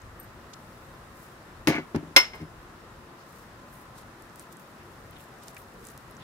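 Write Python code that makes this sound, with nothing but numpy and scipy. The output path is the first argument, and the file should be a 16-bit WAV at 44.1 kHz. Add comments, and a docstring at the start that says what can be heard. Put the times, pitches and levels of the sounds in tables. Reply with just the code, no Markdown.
"""Glass vessel and spoon on a cloth-covered table

A small glass vessel and a metal spoon are set down and clinked on a wooden table in a quiet room.
Three knocks with bounces ring damped table modes under bursts of noise; slips excite the sliding vessel.
The clinks are ringing modes, with a tiny spoon tink before the knocks. Sticky icing snaps as band-passed
clicks under a slow whisk; rustles and whisk strokes are short bursts of noise. A bright hiss swells and
fades, shaped noise hums as ventilation and rumbles as far traffic. A close stereo pair overloads on the
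loudest clink."""
import sys
import numpy as np
from scipy import signal
from scipy.io import wavfile

SR = 44100
rng = np.random.default_rng(int(sys.argv[2]) if len(sys.argv) > 2 else 0)


def makeup_ratio(level_db):
    """Linear amplitude ratio for a level in decibels (20 dB per factor of ten)."""
    decades = np.asarray(level_db, float) / 20
    return 10 ** decades


def to_wav(sig):
    """Store sig (one row per channel, or 1-D mono) as 16-bit WAV at the path in sys.argv[1].

    Samples outside -1..1 are clipped; the rate is SR.
    """
    pcm = np.clip(np.atleast_2d(sig), -1, 1) * 32767
    pcm = np.round(pcm).astype(np.int16)
    wavfile.write(sys.argv[1], SR, pcm.T)  # frames by channels


N = 274743   # length in samples

PAIR_LAG_S = 0.00014   # delay between the two ears
CONTACT_S = 0.0006     # time constant of a blow building up


def rms_one(x):
    """Scale to rms 1."""
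    return x / np.sqrt(np.mean(x ** 2) + 1e-20)


def in_time(rows):
    """Read a curve of (seconds, value) rows at every sample."""
    return np.interp(np.arange(N) / SR, *np.transpose(rows))


def at_hz(points, hz):
    """Read the second column of a table on a log-frequency axis."""
    table = np.array(points)
    return np.interp(np.log(hz), np.log(table[:, 0]), table[:, 1])


def drift(rate_hz):
    """Slow random wander of rms 1: noise through two equal low-pass poles, run at SR / 40."""
    pole = np.exp(-2 * np.pi * rate_hz * 40 / SR)
    noise = rng.standard_normal(N // 40 + 2002)
    slow = signal.lfilter([1], [1, -2 * pole, pole * pole], noise)[2000:]   # skip the settling
    return np.interp(np.arange(N) / 40, np.arange(len(slow)), rms_one(slow))


def sides(db):
    """Left and right gains for a level step, positive to the left."""
    return makeup_ratio(np.array([[db / 2], [-db / 2]]))


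def band_pass(x, edges_hz):
    """Keep the sound between two edges."""
    return signal.sosfilt(signal.butter(2, edges_hz, "band", fs=SR, output="sos"), x)


def octave_edges(hz, octaves, lowest_hz):
    """Edges of a band around a centre, kept between a lowest edge and 17 kHz."""
    return np.clip(hz * 2 ** (octaves * np.array([-0.5, 0.5])), lowest_hz, 17000)


# How alike the two ears hear noise. Each row: frequency in Hz, left-right correlation.
EAR_LIKENESS = [(60, 0.98), (180, 0.97), (550, 0.79), (1650, 0.049), (4970, -0.034), (15000, 0.15)]
# Stereo lean of the pair. Each row: frequency in Hz, left over right in dB.
LEFT_LEAN = [(60, 0.5), (240, 3), (950, 1.5), (3770, 0.5), (15000, 2.5)]


def noise_bands(size, low_hz):
    """Half-octave slices of white noise, mixed from mid and side to match the pair's likeness and lean."""
    edges = low_hz * 2 ** np.arange(0, np.log2(21000 / low_hz), 0.5)
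    white = rng.standard_normal((2, 2, size))   # neighbouring bands use different noise
    for k, (low, high) in enumerate(zip(edges, edges[1:])):
        mid, side = band_pass(white[k % 2], [low, high])
        hz = np.sqrt(low * high)
        alike = np.clip(at_hz(EAR_LIKENESS, hz), -1, 1)
        stereo = np.sqrt(1 + alike) * mid + np.sqrt(1 - alike) * side * [[1], [-1]]
        yield hz, stereo * sides(at_hz(LEFT_LEAN, hz))


def add(out, s, sound):
    """Mix a sound in at a time in seconds."""
    i = round(s * SR)
    out[:, i:i + sound.shape[1]] += sound[:, :N - i]


def resonance(x, hz, width_hz):
    """Two-pole band-pass, gain about 1 on top."""
    r = np.exp(-np.pi * width_hz / SR)
    poles = [1, -2 * r * np.cos(2 * np.pi * hz / SR), r * r]
    return signal.lfilter([(1 - r * r) / 2, 0, (r * r - 1) / 2], poles, x)


def strike(modes, tilt_db=0, narrow_db=0, lag_s=PAIR_LAG_S):
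    """One blow rings every mode as a decaying sine of random strength; a lag puts the ears out of step."""
    t, sound = np.arange(SR // 2) / SR, 0
    pivot_hz = modes[len(modes) // 3][0]   # tilt and narrowing turn about this mode
    for hz, db, t60, *pan_db in modes:
        luck_db, skew = rng.standard_normal(2)
        phase = np.pi * hz * lag_s * (1 + 0.1 * skew) * np.array([[1], [-1]])
        swell = 1 - np.exp(-t / (CONTACT_S + 0.5 / hz))   # low modes build up more slowly
        octaves = np.log2(hz / pivot_hz)
        strength_db = db + luck_db + tilt_db * octaves - narrow_db * abs(octaves)
        tone = -np.sin(2 * np.pi * hz * t + phase) * swell * makeup_ratio(strength_db - 60 * t / t60)
        sound = sound + tone * sides(pan_db[0] if pan_db else at_hz(LEFT_LEAN, hz))
    return sound


# Colour of ventilation and hiss. Each row: frequency in Hz, relative density in dB.
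HUM_COLOUR = [(15, -38), (25, -26), (117, -10), (141, 1.5), (212, -1), (285, -5.5), (326, 2), (489, -8.5),
              (607, -4.5), (659, -4.5), (1040, -6), (1480, -0.5), (1840, -14), (14800, -31), (16000, -39)]
HUM_DB = -49.5   # rms of the whole hum before the background is mixed
# far traffic: one pass is dying away at first
RUMBLE_DB, RUMBLE_WANDER_DB, RUMBLE_WANDER_HZ = -60, 3.8, 2
PASS_DB, PASS_FADE_S = 14, 0.28   # extra level at the start, time constant of its fade


def background():
    """Ventilation hum and hiss as nearly steady shaped noise, and traffic as wandering bass noise."""
    hum = rumble = 0
    for hz, noise in noise_bands(size=N, low_hz=22):
        hum = hum + noise * makeup_ratio(at_hz(HUM_COLOUR, hz) + 0.64 * drift(8.5))
        rumble = rumble + noise * (30 < hz < 130)
    passing_db = PASS_DB * np.exp(-np.arange(N) / SR / PASS_FADE_S)
    traffic_db = RUMBLE_DB + RUMBLE_WANDER_DB * drift(RUMBLE_WANDER_HZ) + passing_db
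    return makeup_ratio(HUM_DB) * rms_one(hum) + makeup_ratio(traffic_db) * rms_one(rumble)


# Duct resonances. Each row: frequency in Hz, width in Hz, rms in dB before waver and stereo lean.
DUCT_MODES = [(127.5, 26, -65.5), (228, 24, -67.5), (347.4, 22.5, -63), (545, 20, -68.5),
              (1029, 10.5, -66.5), (1282, 14, -71.5)]
DUCT_WAVER_DB = 2.2


def duct_tones():
    """Narrow resonances of the duct, fed with noise, waver slowly in level."""
    tones = 0
    for hz, width_hz, db in DUCT_MODES:
        tone = rms_one(resonance(rng.standard_normal(N), hz, width_hz))
        tones = tones + makeup_ratio(db + DUCT_WAVER_DB * drift(1.4)) * tone
    return tones * sides(1.5)


# Level of a faint bright hiss over time. Each row: time in seconds, gain in dB ahead of the band-pass.
HISS_LEVEL = [(0, -78), (.7, -63), (2.6, -84), (4.2, -70.5), (5.9, -64.5), (6.23, -67)]
WHISK_START_S, TINY_SNAPS_PER_S = 4.15, 60   # the icing crackles once the whisk moves


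def hiss_and_crackle():
    """A faint bright hiss swells and fades; tiny random snaps join it when the whisk moves."""
    rate = TINY_SNAPS_PER_S * (np.arange(N) / SR > WHISK_START_S)
    size_db = 23.5 + 1.4 * np.minimum(rng.exponential(1, N), 4)
    tiny_snaps = makeup_ratio(size_db) * (rng.random(N) < rate / SR)
    hiss = rng.standard_normal((2, N)) * makeup_ratio(1.3 * drift(2.4))
    return makeup_ratio(in_time(HISS_LEVEL)) * band_pass(hiss + tiny_snaps, [4000, 15000])


# Sticky snaps. Each row: start in seconds, peak in dB before panning, centre in Hz, width in octaves.
ICING_SNAPS = [(0.0183, -42.5, 6600, .54), (0.5379, -48, 5370, 0.87), (4.2223, -36, 9400, 1.1),
               (4.2972, -48, 6070, .6), (4.3588, -30, 9700, 1.7), (4.3958, -28.5, 8250, .64),
               (4.4265, -41, 8100, 1.8), (4.5267, -32.5, 9050, 1.3), (4.5698, -39, 8700, .8),
               (4.597, -36, 9500, 1.6), (5.11, -36.5, 12200, 0.94), (5.4363, -34, 10600, .9),
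               (5.4827, -26.5, 6240, 1.36), (5.5472, -35, 10200, .97), (5.5674, -32, 4000, 2.6),
               (5.581, -34.5, 10100, 1.05), (5.852, -33, 8050, .6), (5.8697, -29.5, 8400, 1),
               (5.887, -34, 7300, 0.53), (5.9167, -38, 10300, 0.72), (5.977, -28.5, 7900, 2.1),
               (6.111, -39, 10900, 0.42), (6.168, -40, 6300, 0.41)]
SNAP_TAIL_DB, SNAP_TAIL_S = -22, 0.02    # tail noise against the click, time to fall 60 dB
SNAP_PAN_DB, SNAP_SCATTER_DB = -1.5, 3   # mean left-right step and its scatter


def snaps():
    """A sticky film lets go: a click with a short hissing tail, each in its own band."""
    out, t = np.zeros((2, N)), np.arange(SR // 20) / SR
    for s, db, hz, octaves in ICING_SNAPS:
        burst = rng.standard_normal((2, len(t))) * makeup_ratio(SNAP_TAIL_DB - 60 * t / SNAP_TAIL_S)
        burst[:, 0] = 1   # the click itself
        click = band_pass(burst, octave_edges(hz, octaves, 500))
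        pan = sides(rng.normal(SNAP_PAN_DB, SNAP_SCATTER_DB))
        add(out, s, makeup_ratio(db) * pan * click / np.abs(click).max())
    return out


# Light spoon touches. Each row: start in seconds, level in dB, tilt in dB per octave.
SPOON_TOUCHES = [(0.1984, -40.5, -1), (0.23, -53, 4), (.242, -53, -8)]
# Ringing spoon. Each row: frequency in Hz, relative level in dB, 60 dB decay in seconds.
SPOON_MODES = [(8700, -7.5, 0.087), (12000, -2, 0.06), (12900, 9, .015), (14500, -8, .02),
               (15600, -12, .03)]


def tinks():
    """The spoon barely touches something hard and rings its high modes."""
    out = np.zeros((2, N))
    for s, db, tilt_db in SPOON_TOUCHES:
        add(out, s, makeup_ratio(db) * strike(SPOON_MODES, tilt_db, lag_s=0))   # straight ahead of the pair
    return out


# Rustles, whisk strokes and a few short ticks of snapping icing.
# Each row: middle in seconds, length at half height in seconds, level in dB, centre in Hz, width in octaves.
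NOISE_BURSTS = [(0.539, 0.0088, -47.5, 4050, 1.4), (1.237, 0.16, -59.5, 12500, 2.3),
                (2.354, 0.017, -56, 12000, 1.4), (3.207, 0.051, -64, 4800, 0.57),
                (3.371, 0.18, -61, 8000, 2.5), (3.77, 0.14, -59.5, 11900, 1.4),
                (3.989, 0.066, -56, 5970, 2.2), (4.407, 0.058, -56.5, 9000, 6),
                (4.528, 0.025, -56.5, 9000, 2.5), (4.618, .05, -61.5, 13030, .8),
                (5.134, 0.029, -60, 2600, 0.9), (5.166, 0.022, -54, 2990, 0.63),
                (5.201, .015, -55.5, 2880, .6), (5.214, 0.059, -56.5, 12500, 1.8),
                (5.436, .03, -55.5, 4470, 1.9), (5.488, 0.045, -54.5, 6960, 3.6),
                (5.571, 0.011, -45.5, 2080, 0.62), (5.60, .05, -55.5, 12500, 0.87),
                (4.81, 0.044, -60, 2220, 0.64), (5.829, 0.14, -53.5, 424, 0.29),
                (5.878, 0.096, -55, 9040, 2.4), (6.221, .04, -55.5, 3000, 0.8)]


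def rustles_strokes_and_ticks():
    """Short grainy bursts of noise, each with its own colour."""
    out, grain = np.zeros((2, N)), makeup_ratio(2.3 * drift(87))
    for s, length, db, hz, octaves in NOISE_BURSTS:
        noise = rng.standard_normal((3, SR // 2))[:, :round(2 * length * SR)]
        alike = np.clip(at_hz(EAR_LIKENESS, hz), 0, 1)
        noise = np.sqrt(alike) * noise[0] + np.sqrt(1 - alike) * noise[1:]   # shared and separate parts
        burst = band_pass(noise, octave_edges(hz, octaves, 100))
        add(out, s - length, makeup_ratio(db) * rms_one(burst) * np.hanning(noise.shape[1]))
    return out * grain


# Contacts with the table. Each row: start in seconds, thump in dB, clatter in dB,
# clatter tilt in dB per octave about 1 kHz, clatter 60 dB decay in seconds before the factor below.
CONTACTS = [(1.672, -17, -17, 3, 0.02), (1.678, -11, -35, 6, 0.14), (1.700, -17, -23.5, -3, 0.064),
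            (1.720, -39, -28, -3.5, 0.21), (1.750, -26, -43.5, 1.5, 0.18), (1.782, -26, -36, -4, .10),
            (1.814, -41.5, -50, -7, .08), (1.9461, -21, -29.5, -6.5, 0.14), (1.951, -18, -49.5, 3, 0.049),
            (1.96, -23, -39, 5, 0.016), (1.990, -34.5, -52, -4, 0.13), (2.028, -33.5, -46, -8.5, 0.17),
            (2.071, -39.5, -59, 0.5, .08), (2.108, -42, -62, -3.5, 0.073), (2.1625, -26.5, -8.5, 2.5, 0.07),
            (2.1729, -39.5, -25, 1.5, 0.25), (2.335, -48, -39.5, -4.5, 0.27),
            (2.401, -36.5, -50, -4, 0.077), (2.413, -33.5, -60.5, 4.5, 0.065),
            (2.426, -35.5, -46, -7.5, 0.051)]
# Wooden table top. Each row: frequency in Hz, relative level in dB, 60 dB decay in seconds.
TABLE_MODES = [(88.6, -9.5, 0.08), (156.4, -6, 0.12), (254.7, -9, 0.14), (300.6, 7, 0.054),
               (376.6, -5.5, 0.11), (530, -11.5, 0.075), (662, -16, 0.064), (858, -15.5, 0.052)]
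# Broadband colour of a contact. Each row: frequency in Hz, relative density in dB.
CLATTER_COLOUR = [(120, -45), (200, -16), (538, -10), (1060, -5.5), (1680, -9.5), (2130, -5.5),
                  (3760, -12.5), (5420, -15), (7540, -31), (14900, -23), (16000, -63)]
# Damping of the clatter. Each row: frequency in Hz, factor on the decay time.
CLATTER_DAMPING = [(200, 0.95), (1000, 1.12), (4000, 1.1), (8000, 1.027), (15000, 0.65)]
# a hard contact clatters more and thumps brighter: tilt per dB of clatter over thump, excess with no tilt
THUMP_TILT_PER_DB, EVEN_EXCESS_DB = 0.4283, -16
# a light one is cushioned by the cloth: tilt lost per dB under a firm thump
CUSHION_TILT_PER_DB, FIRM_DB = 0.4067, -19.5


def knocks():
    """Each contact thumps the table and throws a burst of clatter that dies soonest in the top treble."""
    out, start = np.zeros((2, N)), CONTACTS[0][0]
    for s, thump_db, clatter_db, *rest in CONTACTS:
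        hardness_tilt = THUMP_TILT_PER_DB * (clatter_db - thump_db - EVEN_EXCESS_DB)
        cushion_tilt = CUSHION_TILT_PER_DB * max(FIRM_DB - thump_db, 0)
        add(out, s, makeup_ratio(thump_db) * strike(TABLE_MODES, hardness_tilt - cushion_tilt))
    t = start + np.arange(SR) / SR
    for hz, noise in noise_bands(size=SR, low_hz=200):
        power = 0
        for s, thump_db, clatter_db, tilt_db, t60 in CONTACTS:
            fall_db = -60 * np.maximum(t - s, 0) / (t60 * at_hz(CLATTER_DAMPING, hz))
            rise = np.clip((t - s) / (2 * CONTACT_S), 0, 1)
            level_db = clatter_db + tilt_db * np.log2(hz / 1000) + fall_db
            power = power + rise ** 2 * makeup_ratio(level_db) ** 2
        add(out, start, noise * np.sqrt(power) * makeup_ratio(at_hz(CLATTER_COLOUR, hz) + 12.5))
    return out


# The vessel slides on the cloth.
# Each row: start in seconds, level in dB, rise in seconds, hold in seconds, fall in dB per second.
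CLOTH_SLIDES = [(1.674, -22, .002, .008, 420), (1.715, -34, .03, 0.037, 467)]
# Damped vessel wall. Each row: frequency in Hz, width in Hz, relative level in dB.
WALL_MODES = [(690, 57, -3), (890, 150, -8), (1196, 100, -3.5), (1500, 67, -2), (1740, 230, -3.5),
              (2060, 110, 2), (2226, 69, 5)]


def slide():
    """Dense uneven slips excite the damped wall of the vessel, which radiates little above its top mode."""
    slips = rng.standard_normal(N) * (rng.random(N) < 3000 / SR)   # 3000 slips per second on average
    slips = np.array([slips, np.roll(slips, round(PAIR_LAG_S * SR))])
    wall = sum(makeup_ratio(db) * resonance(slips, hz, width_hz) for hz, width_hz, db in WALL_MODES)
    wall = signal.sosfilt(signal.butter(3, 2700, fs=SR, output="sos"), wall)
    t, push = np.arange(N) / SR, 0
    for s, db, rise, hold, fall in CLOTH_SLIDES:
        falling_s = np.maximum(t - s - rise - hold, 0)
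        push = push + np.clip((t - s) / rise, 0, 1) * makeup_ratio(db - fall * falling_s)
    return rms_one(wall) * push * sides(2.3)


# Spoon on glass. Each row: start in seconds, level in dB, dB lost per octave away from the pivot mode;
# a soft touch rings little far from it.
GLASS_HITS = [(2.1631, -6, 0), (2.333, -36, 12), (2.405, -45, 12)]
# Glass and spoon, close modes beat.
# Each row: frequency in Hz, relative level in dB, 60 dB decay in seconds, left over right in dB.
GLASS_MODES = [(549, -12, .09, 3), (1007, -14, .14, 1), (1117, -19, .15, 4), (1398, -19, .15, 0),
               (1472, -16, .15, 3), (1875, -14, .13, 0), (2006, -22, .2, 1), (2104, -1, .145, 4),
               (2148, -13, .2, -1), (2175, -8, .18, 6), (2433, -19, .16, 4), (2860, -11, .09, -4),
               (2997, -14, .14, 1), (3269, -14, .14, 0), (4334, -18, .11, 4), (5156, -41, .8, 6),
               (5311, -7, .15, 7), (5331, -13, .24, 3), (5354, -8, .16, -7), (5387, -10, .18, -1),
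               (5440, -9, .13, 2), (9814, -25, .13, -8), (10540, -30, .1, 0), (10915, -32, .1, 0),
               (11620, -20, .11, -6), (13560, -24, .11, 1), (14580, -16, .09, 9), (14622, -18, .09, 12),
               (15181, -27, .12, 3), (15335, -24, .1, 2)]


def clinks():
    """The spoon clinks the glass and rings the modes of both."""
    out = np.zeros((2, N))
    for s, db, narrow_db in GLASS_HITS:
        add(out, s, makeup_ratio(db) * strike(GLASS_MODES, narrow_db=narrow_db))
    return out


ROOM_T60_S, ROOM_DB, WALL_CUT_HZ = 0.29, -28, 5800   # bass decay, send level, low-pass of each round


def room(x):
    """Six feedback delays a side, duller on every round."""
    out, dull = np.zeros((2, N)), np.exp(-2 * np.pi * WALL_CUT_HZ / SR)
    lags = (rng.uniform(0.013, 0.025, size=12) * SR).astype(int)
    for k, lag in enumerate(lags):
        loop, gain, state = x.copy(), makeup_ratio(-60 * lag / SR / ROOM_T60_S), [0.]
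        for i in range(lag, N, lag):
            back, state = signal.lfilter([gain * (1 - dull)], [1, -dull], loop[i - lag:i], zi=state)
            loop[i:i + lag] += back[:N - i]
        out[k % 2] += (loop - x) * (-1) ** (k // 2)   # echoes only, in alternating polarity
    return out


AIR_CUT_HZ = 92   # small things radiate little below


def scene():
    """Near sounds with their room, over the background."""
    near = hiss_and_crackle() + snaps() + tinks() + rustles_strokes_and_ticks()
    near = near + knocks() + slide() + clinks()
    near = signal.sosfilt(signal.butter(2, AIR_CUT_HZ, "high", fs=SR, output="sos"), near + 1e-18)
    echoes = makeup_ratio(ROOM_DB) * room(near.mean(axis=0) + 1e-18)
    return near + echoes + background() + duct_tones()


def top_cut(x):
    """Nothing passes above the cut-off."""
    return signal.sosfilt(signal.butter(12, 16460, fs=SR, output="sos"), x)


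def record(dry):
    """The input overloads at full scale, then a steep low-pass cuts the top."""
    overloaded = np.clip(dry, -1, 1)
    low_pass = signal.cheby2(14, 50, 16250, fs=SR, output="sos")   # 50 dB down from 16250 Hz up
    mix = np.clip(signal.sosfilt(low_pass, overloaded), -1, 1)
    return top_cut(mix)


dry = scene()
out = record(dry)
to_wav(out)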